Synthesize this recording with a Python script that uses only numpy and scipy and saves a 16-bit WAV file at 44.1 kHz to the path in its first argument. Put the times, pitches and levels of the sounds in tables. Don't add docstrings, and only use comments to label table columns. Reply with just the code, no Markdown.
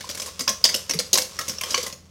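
import sys
import numpy as np
from scipy import signal
from scipy.fft import rfft, irfft, next_fast_len
from scipy.io import wavfile
from scipy.ndimage import map_coordinates

SR = 44100
rng = np.random.default_rng(int(sys.argv[2]) if len(sys.argv) > 2 else 0)


def generate_wav(signal):
    frames = np.transpose(np.atleast_2d(signal))
    scaled = np.clip(frames, -1, 1) * 32767
    pcm = np.round(scaled).astype(np.int16)
    wavfile.write(sys.argv[1], SR, pcm)


N = 92610
RING_S = 0.4
ATTACK_S = 0.00039


def amp(db):
    return 10 ** (np.asarray(db) / 20)


def unit(x):
    return x / np.sqrt(np.mean(x ** 2) + 1e-20)


def along(points, hz):
    f, v = np.transpose(points)
    return np.interp(np.log(hz + 1), np.log(f + 1), v)


def noise(colour, size):
    hz = np.fft.rfftfreq(size, 1 / SR)
    low_cut = np.minimum(hz / colour[0][0], 1)
    gain = amp(along(colour, hz)) * low_cut
    return unit(irfft(rfft(rng.standard_normal(size)) * gain, size))


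def wobble(rate, size):
    points = rng.standard_normal(size // 8)
    return map_coordinates(points, [np.arange(size) * rate / SR], mode="wrap")


def fade(t, attack, t60):
    return (1 - np.exp(-t / attack)) * amp(-60 * t / t60)


def add(track, s, x):
    i = max(round(s * SR), 0)
    track[i:i + len(x)] += x[:max(N - i, 0)]


# (frequency [Hz], level [dB])
HUM = [(83, -55), (186, -59.5)]
# (frequency [Hz], level [dB])
ROOM_TONE = [(25, -27), (50, -1.5), (180, -3.5), (300, -15.5), (1000, -22.5), (16000, -45)]
ROOM_TONE_DB = -54


def background():
    t = np.arange(N) / SR
    hum = np.zeros(N)
    for hz, db in HUM:
        phase = 2 * np.pi * hz * t + 0.12 * wobble(7.75, N)
        hum += amp(db) * np.sqrt(2) * np.sin(phase)
    return hum + amp(ROOM_TONE_DB) * noise(ROOM_TONE, N)


# (frequency [Hz], level [dB])
SWISH = [(120, -25.5), (520, 9.5), (780, -7), (1100, 4.5), (1600, -3), (4000, 1.5), (5800, 5), (7500, -1.5),
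         (15500, -17.5)]
TICK_SCATTER_DB, TICK_T60 = 4, 0.013


def ticks(count):
    strength, t = np.zeros(N), np.arange(SR // 20) / SR
    times = rng.random(count) * N / SR
    sizes = np.clip(rng.standard_normal(count), -2, 2)
    for s, size in zip(times, sizes):
        tick = amp(TICK_SCATTER_DB * size) * fade(t, ATTACK_S, TICK_T60)
        add(strength, s, tick ** 2)
    return unit(np.sqrt(strength) * noise(SWISH, N))


SWISH_DB, TICK_DB = -10.5, -10
# (time [s], level [dB])
DRAG = [(0, -37.5), (0.209, -35.5), (0.276, -30), (.34, -40.5), (0.619, -40), (.76, -31.5), (.87, -40.5),
        (1.21, -39), (1.33, -37), (1.52, -32.5), (1.59, -37), (1.70, -27.5), (1.88, -30.5), (1.96, -50.5),
        (2.1, -54.5)]


def drag():
    level_db = np.interp(np.arange(N) / SR, *np.transpose(DRAG))
    grain = amp(0.32 * wobble(140, N) + 1.5 * wobble(900, N))
    swish = unit(grain * noise(SWISH, N))
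    return amp(level_db) * (amp(SWISH_DB) * swish + amp(TICK_DB) * ticks(count=750))


SPOT_DB, SPOT_WIDTH_HZ = 4.5, 326


def burst(t, colour, attack, t60, chatter_db):
    shape = fade(t, attack, t60)
    spectrum = rfft(noise(colour, len(t)))
    spectrum *= amp(SPOT_DB * wobble(SR / (SPOT_WIDTH_HZ * RING_S), len(spectrum)))
    chatter = amp(chatter_db * wobble(706, len(t)))
    x = irfft(spectrum, len(t)) * chatter * shape
    return x * np.linalg.norm(shape) / np.linalg.norm(x)


LOADING = 0.0264


def ring(t, modes, scatter_db):
    hz, db, t60 = np.transpose(modes)[:, :, None]
    gain = amp(db + scatter_db * rng.standard_normal(hz.shape))
    pitch = hz * (1 + LOADING * rng.standard_normal(hz.shape))
    phase = 2 * np.pi * (pitch * t + rng.random(hz.shape))
    tones = gain * np.sin(phase) * fade(t, 0.0016, t60)
    return np.sum(tones, 0) / np.linalg.norm(gain)


CLACK_DB, WIRE_RING_DB = -7, -18
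KNOCK_DB, BOWL_RING_DB = 2, -5
SCRAPE_DB = 1.5
SLAP_DB, SLAP_GROWS = -20, 0.74
CUSHION = 0.0164
CLACK_T60, CHOKE = 0.073, 0.0065
# (frequency [Hz], relative level [dB], time to fall 60 dB [s])
WIRE_MODES = [(3355, 18.5, 0.079), (4930, 6, 0.15), (5850, 26, 0.06), (6060, 18, 0.12)]
BOWL_MODES = [(523.6, 0.5, 0.15), (599.5, -10, 0.082), (1070.6, 1, 0.12), (1618, -16.5, 0.23),
              (2180, 6, 0.082), (2844, -16.5, 0.11)]
# (frequency [Hz], level [dB])
CLACK = [(1500, -77.5), (2800, -10), (4200, -7), (5200, 0), (6400, -1), (7300, -13.5), (11000, -36)]
KNOCK = [(400, -19.5), (900, -2.5), (2300, 3.5), (3200, 1.5), (5000, -13.5)]
SCRAPE = [(3000, -55), (7000, 0.5), (10000, -2), (13000, -9), (16000, -23)]
SLAP = [(70, -30), (190, -1.5), (370, -8.5), (590, 2.5), (780, -17.5), (1500, -24)]
# (time [s], clack level [dB], bowl level [dB], scrape level [dB])
CONTACTS = [(0.0074, -25, -34, -43.5), (0.0424, -31, -62, -46), (0.0907, -20.5, -36, -43),
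            (0.0982, -21, -35, -35), (0.1095, -22, -51, -55), (0.1478, -24.5, -35, -35.5),
            (0.1735, -24.5, -34.5, -34), (0.1978, -18.5, -33, -33), (0.2183, -19.5, -33, -32.5),
            (0.2604, -29, -39, -32.5), (0.393, -15.5, -30.5, -32.5), (0.407, -14, -29.5, -33),
            (0.4782, -8, -21.5, -42), (0.491, -7.5, -27.5, -25.5), (0.6414, -3, -24.5, -22.5),
            (0.6512, -5.5, -21, -27.5), (0.6912, -15, -24.5, -33), (0.7425, -8.5, -25, -25.5),
            (0.7584, -17.5, -42, -28), (0.8949, -12.5, -27, -29.5), (0.9091, -13, -27, -38),
            (0.9356, -18.5, -27.5, -31), (0.9892, -10.5, -33, -26.5), (0.9993, -22, -26, -30),
            (1.1302, -5, -34.5, -19), (1.1387, -5, -30.5, -20.5), (1.154, -9.5, -23, -42),
            (1.1744, -10, -23, -19), (1.1834, -11.5, -18, -29), (1.2168, -15, -34, -30.5),
            (1.3893, -15, -29.5, -31.5), (1.4109, -21.5, -29.5, -39.5), (1.4804, -15, -34.5, -29.5),
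            (1.4946, -15, -31.5, -36), (1.5842, -29, -38, -54), (1.6108, -18, -24.5, -30),
            (1.6349, -18.5, -28, -34), (1.6563, -31, -44, -44), (1.7062, -14, -43, -32),
            (1.7296, -21.5, -60, -37), (1.745, -10, -34, -39), (1.7768, -14.5, -25.5, -35),
            (1.8287, -18.5, -52, -33.5), (1.8638, -22, -30, -32), (1.9257, -24, -40, -46)]


def contacts():
    out, t = np.zeros(N), np.arange(round(RING_S * SR)) / SR
    for s, wire_db, bowl_db, scrape_db in CONTACTS:
        rise = ATTACK_S * np.exp(-CUSHION * wire_db)
        life = CLACK_T60 * np.exp(CHOKE * wire_db)
        wires = amp(CLACK_DB) * burst(t, CLACK, rise, life, chatter_db=2.0)
        wires += amp(WIRE_RING_DB) * ring(t, WIRE_MODES, scatter_db=1.0)
        bowl = amp(KNOCK_DB) * burst(t, KNOCK, rise, t60=0.041, chatter_db=1.5)
        bowl += amp(BOWL_RING_DB) * ring(t, BOWL_MODES, scatter_db=7)
        scrape = amp(SCRAPE_DB) * burst(t, SCRAPE, 2 * rise, t60=0.084, chatter_db=4.0)
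        slap = burst(t, SLAP, attack=0.0024, t60=0.067, chatter_db=2.0)
        slap *= amp(SLAP_DB + SLAP_GROWS * wire_db)
        add(out, s, amp(wire_db) * wires + amp(bowl_db) * bowl + amp(scrape_db) * scrape + slap)
    return out


PING_ATTACK_S, PING_SPREAD = 0.00036, 0.065
PING_CYCLES, LINGER_CYCLES = 66.6, 158
LINGER_DB = -6.5
CLANG_GROWS = 0.16


def ping(t, hz, db, count):
    offsets = np.linspace(-1, 1, count) + rng.standard_normal(count) / count
    pitch = hz * (1 + PING_SPREAD * offsets)[:, None]
    shape = fade(t, PING_ATTACK_S, PING_CYCLES / hz)
    cluster = np.sin(2 * np.pi * (pitch * t + rng.random((count, 1)))).sum(0) * shape
    clang = amp(CLANG_GROWS * db) * cluster * np.linalg.norm(shape) / np.linalg.norm(cluster)
    centre = np.sin(2 * np.pi * hz * t) * fade(t, PING_ATTACK_S, LINGER_CYCLES / hz)
    return amp(db) * (clang + amp(LINGER_DB) * centre)


# (time [s], pitch [Hz], relative level [dB])
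PINGS = [(0.043, 1030, -32), (0.277, 1077, -34), (0.478, 5340, -9), (0.476, 1069, -20.5),
         (0.478, 1688, -21), (0.6407, 4850, 0.5), (0.91, 5820, -12), (0.989, 4300, -14.5),
         (1.131, 6340, -2.5), (1.131, 4230, -11), (1.389, 1880, -21), (1.391, 1326, -23.5),
         (1.584, 5530, -17), (1.635, 3210, -19.5), (1.744, 1091, -19.5), (1.743, 1679, -24),
         (1.744, 2323, -16), (1.743, 2920, -15.5), (1.745, 5970, -12)]


def pings():
    out, t = np.zeros(N), np.arange(round(RING_S * SR)) / SR
    for s, hz, db in PINGS:
        add(out, s, ping(t, hz, db, count=9))
    return out


GULP_T60, GULP_ATTACK_S = 0.069, 0.0066
GULP_RISE_PER_S = 2.3
GULP_WAVER = 0.05
# (time [s], starting pitch [Hz], relative level [dB])
GULPS = [(0.41, 240, -31), (0.498, 199, -30.5), (.745, 555, -25), (0.896, 279, -34.5), (0.953, 166.7, -22),
         (.942, 440, -26), (0.992, 497, -26.5), (1.13, 351, -27.5), (1.497, 199, -30), (1.778, 530, -25.5),
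         (1.832, 423, -32)]


def gulps():
    out, t = np.zeros(N), np.arange(round(RING_S * SR)) / SR
    for s, hz, db in GULPS:
        waver = GULP_WAVER * wobble(1 / GULP_ATTACK_S, len(t))
        pitch = hz * (1 + GULP_RISE_PER_S * t + waver)
        tone = np.sin(2 * np.pi * np.cumsum(pitch) / SR)
        add(out, s, 2 * amp(db) * tone * fade(t, GULP_ATTACK_S, GULP_T60))
    return out


ROOM_DB = -9
# (frequency [Hz], time to fall 60 dB [s])
ROOM_T60 = [(150, 0.34), (1000, 0.28), (14000, 0.3)]


def kitchen(x, count=8):
    out = np.zeros(N)
    for part in np.array_split(np.arange(N), count):
        hz, t, z = signal.stft(rng.standard_normal(SR // 2), SR, nperseg=256)
        z *= fade(t, 0.011, along(ROOM_T60, hz)[:, None])
        tail = signal.istft(z, SR, nperseg=256)[1]
        add(out, part[0] / SR, signal.fftconvolve(x[part], tail / np.linalg.norm(tail)))
    return out


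def scene():
    near = drag() + contacts() + pings() + gulps()
    return (near + amp(ROOM_DB) * kitchen(near) + background())[None]


TOP_HZ = 15900


def record(dry):
    rounded = dry / (1 + np.abs(dry / 0.85) ** 4) ** (1 / 4)
    size = next_fast_len(N + SR // 2)
    keep = np.fft.rfftfreq(size, 1 / SR) < TOP_HZ
    return irfft(rfft(rounded, size) * keep, size)[:, :N]


dry = scene()
out = record(dry)
generate_wav(out)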